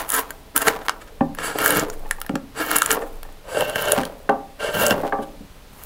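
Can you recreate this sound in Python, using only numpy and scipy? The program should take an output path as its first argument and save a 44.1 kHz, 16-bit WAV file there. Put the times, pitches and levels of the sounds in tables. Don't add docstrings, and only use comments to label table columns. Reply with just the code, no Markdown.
import sys
import numpy as np
from scipy import signal
from scipy.fft import rfft, irfft, next_fast_len
from scipy.io import wavfile
from scipy.ndimage import uniform_filter1d, map_coordinates

SR = 44100
rng = np.random.default_rng(int(sys.argv[2]) if len(sys.argv) > 2 else 0)


def to_wav(sig):
    pcm = np.clip(np.atleast_2d(sig), -1, 1) * 32767
    pcm = np.round(pcm).astype(np.int16)
    wavfile.write(sys.argv[1], SR, pcm.T)


N = 257984

# frequency in Hz, relative spectral level in dB.
HUSH_SPECTRUM = [(15, -52), (25, -4), (55, -13.5), (84, -19), (1740, -34), (4030, -37), (5140, -40.5),
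                 (5880, -42), (7310, -44), (13600, -44.5), (16000, -46)]
# middle of the swing in seconds, level in dB.
BENCH_SWINGS = [(1.33, -42), (2.04, -29), (3.18, -35), (5.07, -42)]
SWING_S, CALM_DB = 0.12, -49.5

# time in seconds, level of the scrape in dB.
STROKE_EFFORTS = [
    [(0, -26.5), (.03, -35.5), (.07, -40)],
    [(.072, -47.5), (.1, -34.5), (.15, -24.5), (.19, -25), (.254, -42), (.33, -49)],
    [(.54, -55.5), (.566, -22.5), (.596, -36), (.626, -21), (.646, -34.5), (.678, -15), (.706, -30.5),
     (.87, -48.5)],
    [(1.37, -44), (1.4, -33), (1.47, -24.5), (1.54, -35.5), (1.6, -26.5), (1.67, -19.5), (1.78, -22.5),
     (1.85, -35.5), (1.95, -73)],
    [(2.53, -56.5), (2.575, -32), (2.615, -23.5), (2.65, -29.5), (2.76, -22.5), (2.885, -34.5),
     (2.91, -18.5), (2.955, -24.5), (3.0, -41), (3.14, -63)],
    [(3.44, -57), (3.5, -39.5), (3.585, -26), (3.67, -33.5), (3.7, -30), (3.74, -37), (3.76, -28),
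     (3.92, -29.5), (4.03, -34), (4.15, -49)],
    [(4.585, -48.5), (4.605, -29.5), (4.645, -28.5), (4.72, -36), (4.745, -23.5), (4.79, -25.5),
     (4.84, -22.5), (4.89, -29.5), (4.92, -26), (4.96, -37.5), (5.1, -39)],
    [(5.7, -62), (5.76, -50), (5.85, -46.5)],
]
# moment the curl breaks free in seconds, blank over
# the effort in dB, its growth in dB per second, edge fizz over the effort in dB, its growth in dB per
# second, relative level of the freed curl's rattle in dB.
STROKE_CUTS = [(0, -2, 13, 0, 0, -58), (.21, -6.5, -6, 7.5, -70, -55), (0.709, -4.5, 18, -0.5, -29, -38),
               (1.82, -3, -4, -8, 9.5, -24), (2.941, -4, -8.5, -8, 7, -18),
               (3.946, 8, -9.5, -9.5, 13.5, -42), (4.916, 1, 17, -14, 37, -20),
               (5.85, -10, 2, 5.5, -0.5, -60)]
FIRM_DB = -28
PUSH_GROWS, FIZZ_GROWS = 1, 1.2
FREED_DB, FREED_S = (1, -9), 0.024
BLANK_T60_S, BLANK_TAIL_DB = 1, -9
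SETTLE_T60_S = 1.68
SETTLE_DB = (-19, -26, -24.5)

GRIP_STARTS = [0, 1.0, 3.41]
# frequency in Hz, width in Hz, relative level in dB
PRESSED_BLANK = [(107, 34, -20, -6, -7.5), (165, 128, -11, -1, -9), (301, 43, 3, 3, -13.5),
                 (442.7, 34, 8, 10.5, 2.5), (522, 62, -0.5, -0.5, 3), (587, 27, -4.5, -5, 3),
                 (652, 24, 7, 2, -20), (784, 28, 2, -5, -17), (972, 25, 4.5, -21, -28)]
# frequency in Hz, width in Hz,
# relative level in dB for each of the three grips.
GOUGE_STEEL = [(1065, 117, -5.5, -13.5, -16.5), (1317, 73, -2.5, -7, -17.5), (1389, 31, -6.5, -3.5, -5.5),
               (1554, 26, -6, -19, -1), (1574, 35, 1, -4.5, -4), (1660, 37, -16, -2, -14),
               (1785, 19, -4.5, -8, -6), (2180, 79, -29, -13, -12.5), (2764, 73, -13, -11, -3.5),
               (2992, 39, -13.5, -14.5, -5.5), (4030, 490, -35.5, -35, -34)]
# frequency in Hz, width in Hz, relative level in dB.
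EDGE_HOLLOW = [(11240, 1450, -3), (7000, 390, -3.5), (14600, 5600, 0)]
# frequency in Hz, width in Hz, relative level in dB, all per pass.
SLIDING_BLADE = [(4630, 360, 7), (6540, 950, 5), (7800, 510, 8.5), (9570, 840, 10.5), (12000, 6400, 2),
                 (14600, 570, 8)]
# start in seconds, bite in seconds.
SLIDE_ENTRIES = [(1.36, 1.6), (2.53, 2.6), (3.44, 3.59), (4.57, 4.72)]

CURL_HZ, CURL_WIDTH_HZ = (950, 461), (235, 190)
CURL_RISE_S, CURL_FALL_S = 0.031, 0.037
CURL_T60_S = 0.34

# peak of the burst in seconds, relative level in dB, colour in Hz,
# relative level of the steel ring in dB.
FIBRE_SNAPS = [(0.0924, -5, 11000, -39), (0.1029, 1, 11400, -32), (0.121, -4, 10200, -35),
               (0.1407, -0.5, 11100, -43), (0.5636, 7, 11900, -4.5), (0.578, 5.5, 11900, -22),
               (0.6191, -5, 10600, -10), (0.6833, -0.5, 10800, 6.5), (1.5877, -8, 13600, -2),
               (1.6614, 4.5, 12000, 0), (1.7066, 0.5, 10400, -7), (1.7967, -1.5, 6470, -37),
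               (2.709, -8, 11300, -8), (2.715, -2, 12300, -2), (2.76, -1, 11100, -4), (2.7635, 3, 12300, 0),
               (2.7665, 4, 11200, -14), (2.7858, 2.5, 11400, -26), (2.8208, 4, 8000, 3),
               (2.8305, -10, 8400, -25), (2.8616, -1.5, 8500, -4), (2.908, -5.5, 7800, 3),
               (2.9155, 3, 7450, -30), (3.609, -6, 11000, -6), (3.698, -14, 10000, -11.5),
               (3.759, -8.5, 12000, -2), (3.8232, -7, 13300, -17), (3.885, -11, 10000, -10),
               (3.921, 7, 9500, -2.5), (3.98, -17, 9900, -7), (4.015, -21, 9000, -18),
               (4.0348, -23, 8000, -12), (4.0535, -10.5, 3880, -38), (4.8662, 4, 7220, -19),
               (4.883, -4, 9200, -34), (4.9085, -4, 4920, 2)]
SMALL_SNAPS = 60
SMALL_DB, SMALL_SPREAD_DB = 10, 2
SMALL_HZ, SMALL_RING_DB = 9600, -9
# peak of the burst in seconds, relative level
# in dB, colour in Hz, relative level of the steel ring in dB.
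CHIP_TICKS = [(0.306, -10, 12200, -12), (0.8835, -27, 3870, 1.5), (0.8945, -9.5, 6700, 1.5),
              (1.349, -17.5, 13600, -23), (1.3865, -25, 5400, -7), (1.9, -11.5, 6100, -15.5),
              (2.1105, -5, 10000, 0.5), (2.202, -17, 13600, -38), (2.2155, -4, 15300, -10.5),
              (2.264, -16, 13900, -19), (2.294, -34, 7000, -12), (2.3553, -16.5, 5670, -5.5),
              (3.231, -18.5, 12800, -15.5), (4.2945, -38, 3580, -9)]
# peak of the burst in seconds, relative level in dB,
# colour in Hz, relative level of the steel ring in dB.
SOFT_BRUSHES = [(0.818, -59, 7000, -30), (1.018, -39, 7460, -28), (1.078, -47, 7950, -33.5),
                (1.932, -35, 8100, -35), (2.06, -51, 13100, -44), (3.02, -35, 8000, -29),
                (5.07, -43, 3630, -30), (5.23, -37, 10000, -29.5)]

# start in seconds, relative level in dB,
# centre of the blow in Hz, factor on the ring times of the modes.
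WOOD_KNOCKS = [(1.2077, -9, 1020, 0.64), (1.2104, -2, 278, 0.51), (2.057, -27.5, 1100, 0.93),
               (2.184, -28.5, 1100, 0.56), (2.247, -31.5, 1090, 0.41), (2.295, -9.5, 277, 0.53),
               (2.338, -12, 261, 0.18), (2.353, -9, 349, 0.35), (2.97, -17.5, 890, 1.6),
               (3.02, -19.5, 980, 1.2), (3.25, -32, 1150, .5), (3.289, -34.5, 1160, 0.39),
               (3.977, -7, 345, 0.49), (4.291, 0, 704, 1.16), (4.908, -8, 360, 1.14),
               (5.034, -11, 526, 0.3), (5.048, -11, 530, 0.75), (5.1223, -12.5, 1500, 0.93),
               (5.1252, -6, 790, 1.45), (5.187, -11.5, 494, 1.13), (5.405, -24.5, 228, 0.68)]
# frequency in Hz, time to fall 60 dB in seconds before
# the blow's factor, relative level in dB in the earlier grips, relative level in dB in the last grip.
STRUCK_MODES = [(164.7, 0.44, -3.5, -1.5), (222, 0.063, 17.5, 15), (246.4, 0.35, -4, -4.5),
                (285.1, 0.25, 3.5, 2.5), (423, 0.13, 1.5, 0.5), (548, 0.2, 1, -1.5), (712, 0.089, -3, -5),
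                (794, 0.19, 1.5, 2), (860, 0.03, 13, -16), (1072, 0.064, -5.5, 0.5),
                (1165, 0.21, -7.5, -5.5), (1544, 0.025, -3, 9), (1787, 0.056, 2.5, -5),
                (2540, 0.02, 4.5, -18), (2970, 0.024, -2, -20)]

# start in seconds, level of the push in dB.
GRAIN_CATCHES = [(1.549, -18.5), (1.825, -16), (3.569, -6), (3.608, -8), (3.757, -13.5), (3.93, -12.5),
                 (4.755, -16), (4.88, -13)]
CATCH_RISE_S, CATCH_T60_S = 0.002, 0.093

# frequency in Hz, time to fall 60 dB in seconds.
SHOP_DECAY = [(150, 0.6), (700, 0.45), (2000, 0.18), (8000, 0.12)]
TOP_HZ = 15800


def amp(db):
    return 10 ** (np.asarray(db) / 20)


def unit(x):
    return x / np.sqrt(np.mean(x ** 2) + 1e-20)


def along(points, hz):
    f, v = np.transpose(points)
    return np.interp(np.log(hz + 1), np.log(f + 1), v)


def gains(rows):
    s, *columns = np.transpose(rows)
    now = np.arange(N) / SR
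    return np.array([amp(np.interp(now, s, db, left=-150, right=-150)) for db in columns])


def wobble(rate):
    knots = rng.standard_normal(int(N * rate / SR) + 4)
    return map_coordinates(knots, [np.arange(N) * rate / SR], order=1)


def filtered(x, response):
    m = next_fast_len(N + SR // 2)
    return irfft(rfft(x, m) * response(np.fft.rfftfreq(m, 1 / SR)), m)[..., :N]


def ringing(x, hz, width_hz):
    return signal.lfilter(*signal.iirpeak(hz, hz / width_hz, SR), x)


def resonant(x, peaks):
    return sum((-1) ** k * amp(db) * ringing(x, hz, w) for k, (hz, w, db) in enumerate(peaks))


def held(x, peaks, damping=1, wander_db=0):
    grip = np.searchsorted(GRIP_STARTS, np.arange(N) / SR, "right") - 1
    total = 0
    for hz, width_hz, *db in peaks:
        drift = amp(wander_db * wobble(9)) if wander_db else 1
        total = total + ringing(x * amp(db)[grip] * drift, hz, width_hz * damping)
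    return total


def blend(share, light, firm):
    return np.sqrt(1 - share) * unit(light) + np.sqrt(share) * unit(firm)


def above(gain, db):
    return gain ** 2 / (gain ** 2 + amp(db) ** 2)


def lingering(gain, t60):
    keep = amp(-2 * 60 / (t60 * SR))
    return np.sqrt(signal.lfilter([1 - keep], [1, -keep], gain ** 2))


def background():
    hush = filtered(rng.standard_normal(N), lambda hz: amp(along(HUSH_SPECTRUM, hz)))
    rock_hz = 17 + 3.9 * wobble(1.3)
    rock = np.sin(2 * np.pi * np.cumsum(rock_hz) / SR)
    now = np.arange(N) / SR
    swings = sum(amp(db) * np.exp(-.5 * ((now - s) / SWING_S) ** 2) for s, db in BENCH_SWINGS)
    return amp(-45.5 + 0.67 * wobble(0.76)) * unit(hush) + (amp(CALM_DB) + swings) * unit(rock)


def effort():
    now, layers, out = np.arange(N) / SR, 0, 0
    for rows, cut in zip(STROKE_EFFORTS, STROKE_CUTS):
        free_s, blank_db, blank_growth_db, fizz_db, fizz_growth_db, _ = cut
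        start_s, end_s = rows[0][0], rows[-1][0]
        over = gains(rows)[0] / amp(FIRM_DB)
        freed = np.clip((now - free_s) / FREED_S, 0, 1)
        travel_s = np.clip(now, start_s, free_s) - start_s
        push = amp(blank_db + FREED_DB[0] * freed + blank_growth_db * travel_s) * over ** PUSH_GROWS
        fizz = amp(fizz_db + FREED_DB[1] * freed + fizz_growth_db * travel_s) * over ** FIZZ_GROWS
        layers = layers + amp(FIRM_DB) * np.array([push, over, fizz])
        out = out + freed * (now < end_s)
    settling = amp(SETTLE_DB)[:, None] * lingering(layers[1], SETTLE_T60_S)
    layers[0] = np.hypot(layers[0], amp(BLANK_TAIL_DB) * lingering(layers[0], BLANK_T60_S))
    push, scrape, fizz = np.hypot(layers, settling)
    return push, scrape, fizz, out


def tearing(clumps, rate, spread_db, rub):
    strength = amp(spread_db * np.minimum(rng.exponential(size=N), 4))
    breaks = (rng.random(N) < rate / SR) * strength * rng.standard_normal(N)
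    return clumps * (unit(breaks) + rub * rng.standard_normal(N))


def cutting(push, scrape, fizz, out):
    grain = wobble(35) + wobble(130)
    torn_wood = tearing(amp(2.98 * grain), rate=900, spread_db=3.0, rub=0.97)
    wood = held(torn_wood, PRESSED_BLANK, wander_db=3.0)
    wood = ringing(wood, 450, 1220)

    scraped = tearing(amp(2.0 * grain), rate=1500, spread_db=3.4, rub=1.3)
    steel = held(scraped, GOUGE_STEEL, wander_db=2)
    rustle = tearing(amp(3.6 * wobble(50)), rate=2200, spread_db=4.0, rub=0.35)
    firm_share = above(scrape, -39.0) * np.clip(1 - 1.5 * out, 0, 1)
    middle = blend(firm_share, ringing(rustle, 1000, 550), steel)

    slide = amp(3.3 * wobble(55)) * rng.standard_normal(N)
    slide = resonant(resonant(slide, SLIDING_BLADE), SLIDING_BLADE)
    crackle = 0
    for peak in EDGE_HOLLOW:
        clumps = amp(0.5 * grain + 5.4 * wobble(60))
        crackle = crackle + resonant(tearing(clumps, rate=240, spread_db=6.5, rub=0.92), [peak])
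    tear = blend(above(fizz, -50.0), ringing(rustle, 12000, 12000), crackle)
    now = np.arange(N) / SR
    entering = sum(1. * (a < now) * (now < b) for a, b in SLIDE_ENTRIES)
    entering = uniform_filter1d(entering, size=SR // 50)
    edge = blend(np.clip(1 - 2.9 * entering, 0, 1), slide, tear)
    return push * unit(wood) + scrape * middle + fizz * edge


def curls():
    bumps = tearing(amp(3.8 * wobble(40)), rate=250, spread_db=-3.0, rub=0.36)
    high, low = (ringing(ringing(bumps, hz, w), hz, w) for hz, w in zip(CURL_HZ, CURL_WIDTH_HZ))
    total = 0
    for free_s, *_, db in STROKE_CUTS:
        t = np.maximum(np.arange(N) / SR - free_s, 0)
        shape = (1 - np.exp(-t / CURL_RISE_S)) * amp(db - 60 * t / CURL_T60_S)
        total = total + shape * blend(1 - np.exp(-t / CURL_FALL_S), high, low)
    return total


def small_snaps(fizz):
    draw = rng.random((SMALL_SNAPS, 3))
    chance = np.cumsum(fizz ** 2) / np.sum(fizz ** 2)
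    at = np.searchsorted(chance, draw[:, 0]).clip(200, N - 1)
    db = 20 * np.log10(fizz[at]) + SMALL_DB + SMALL_SPREAD_DB * (2 * draw[:, 1] - 1)
    colour_hz = SMALL_HZ * 2 ** (draw[:, 2] - .5)
    return list(zip(at / SR, db, colour_hz, db + SMALL_RING_DB))


def snaps(rows, rise_s, fall_s):
    cracks, jolts = np.zeros(N + SR), np.zeros(N + SR)
    t = np.arange(-768, 1280) / SR
    hz = np.fft.rfftfreq(len(t), 1 / SR)
    shape = amp(np.where(t < 0, 60 * t / rise_s, -60 * t / fall_s))
    for s, db, colour_hz, ring_db in rows:
        burst = rng.standard_normal((2, len(t)))
        tint = amp(-9.0) + amp(-40 * np.log2((hz + 1) / colour_hz) ** 2)
        crack = shape * unit(irfft(rfft(burst[0]) * tint * (hz > 2500)))
        at = max(round((s + t[0]) * SR), 0)
        cracks[at:][:len(t)] += amp(db - 7) * crack
        jolts[at:][:len(t)] += amp(ring_db + 5.0) * shape * burst[1]
    return np.array([cracks[:N], jolts[:N]])


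def bursts(fizz):
    total = snaps(FIBRE_SNAPS + small_snaps(fizz), rise_s=0.0074, fall_s=0.0064)
    total = total + snaps(CHIP_TICKS, rise_s=0.00033, fall_s=0.011)
    cracks, jolts = total + snaps(SOFT_BRUSHES, rise_s=0.046, fall_s=0.073)
    return 0.5 * cracks - resonant(cracks, EDGE_HOLLOW) + held(jolts, GOUGE_STEEL, damping=2.59)


def knocks():
    out, t = np.zeros(N + SR), np.arange(SR // 4) / SR
    fade = np.clip(10 - t / t[-1] * 10, 0, 1)
    for s, db, centre_hz, ring_factor in WOOD_KNOCKS:
        ring = 0
        for hz, t60, *levels in STRUCK_MODES:
            level = levels[int(s > GRIP_STARTS[-1])]
            octaves = np.log2(hz / centre_hz)
            slope_db = 6 if octaves < 0 else 5
            decay = amp(level - slope_db * octaves ** 2 - 60 * t / (t60 * ring_factor))
            noise = rng.standard_normal(len(t))
            dense = 0.41 * unit(ringing(ringing(noise, hz, hz / 3), hz, hz / 3))
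            tone = np.sin(2 * np.pi * (hz * t + rng.random()))
            onset = (1 - np.exp(-t * hz * 1.56)) ** 2
            ring = ring + decay * (tone + dense) * onset
        ring = ring / np.sqrt(np.mean(ring[:SR // 50] ** 2))
        out[round(s * SR):][:len(t)] += amp(db - 12.5) * fade * ring
    return signal.sosfilt(signal.butter(4, 4000, fs=SR, output="sos"), out[:N])


def catches():
    total = 0
    for s, db in GRAIN_CATCHES:
        t = np.maximum(np.arange(N) / SR - s, 0)
        total = total + (1 - np.exp(-t / CATCH_RISE_S)) * amp(db - 60 * t / CATCH_T60_S)
    return total


def shop(x):
    wet, step = np.zeros(N + 2 * SR), SR // 3
    for start in range(0, N, step):
        hz, t, z = signal.stft(rng.standard_normal(SR // 2), SR, nperseg=256)
        decay = amp(-60 * t / along(SHOP_DECAY, hz)[:, None])
        tail = signal.istft(z * decay, SR, nperseg=256)[1]
        part = signal.fftconvolve(x[start:start + step], tail / np.linalg.norm(tail))
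        wet[start + 200:][:len(part)] += part
    return wet[:N]


def scene():
    push, scrape, fizz, out = effort()
    near = cutting(np.hypot(push, catches()), scrape, fizz, out)
    near = near + bursts(fizz) + knocks() + curls()
    return (near + amp(-14.5) * shop(near) + background())[None]


def record(dry):
    full = dry / (1 + abs(dry) ** 8) ** (1 / 8)
    return filtered(full, lambda hz: 1 / (1 + (hz / TOP_HZ) ** 200))


dry = scene()
out = record(dry)
to_wav(out)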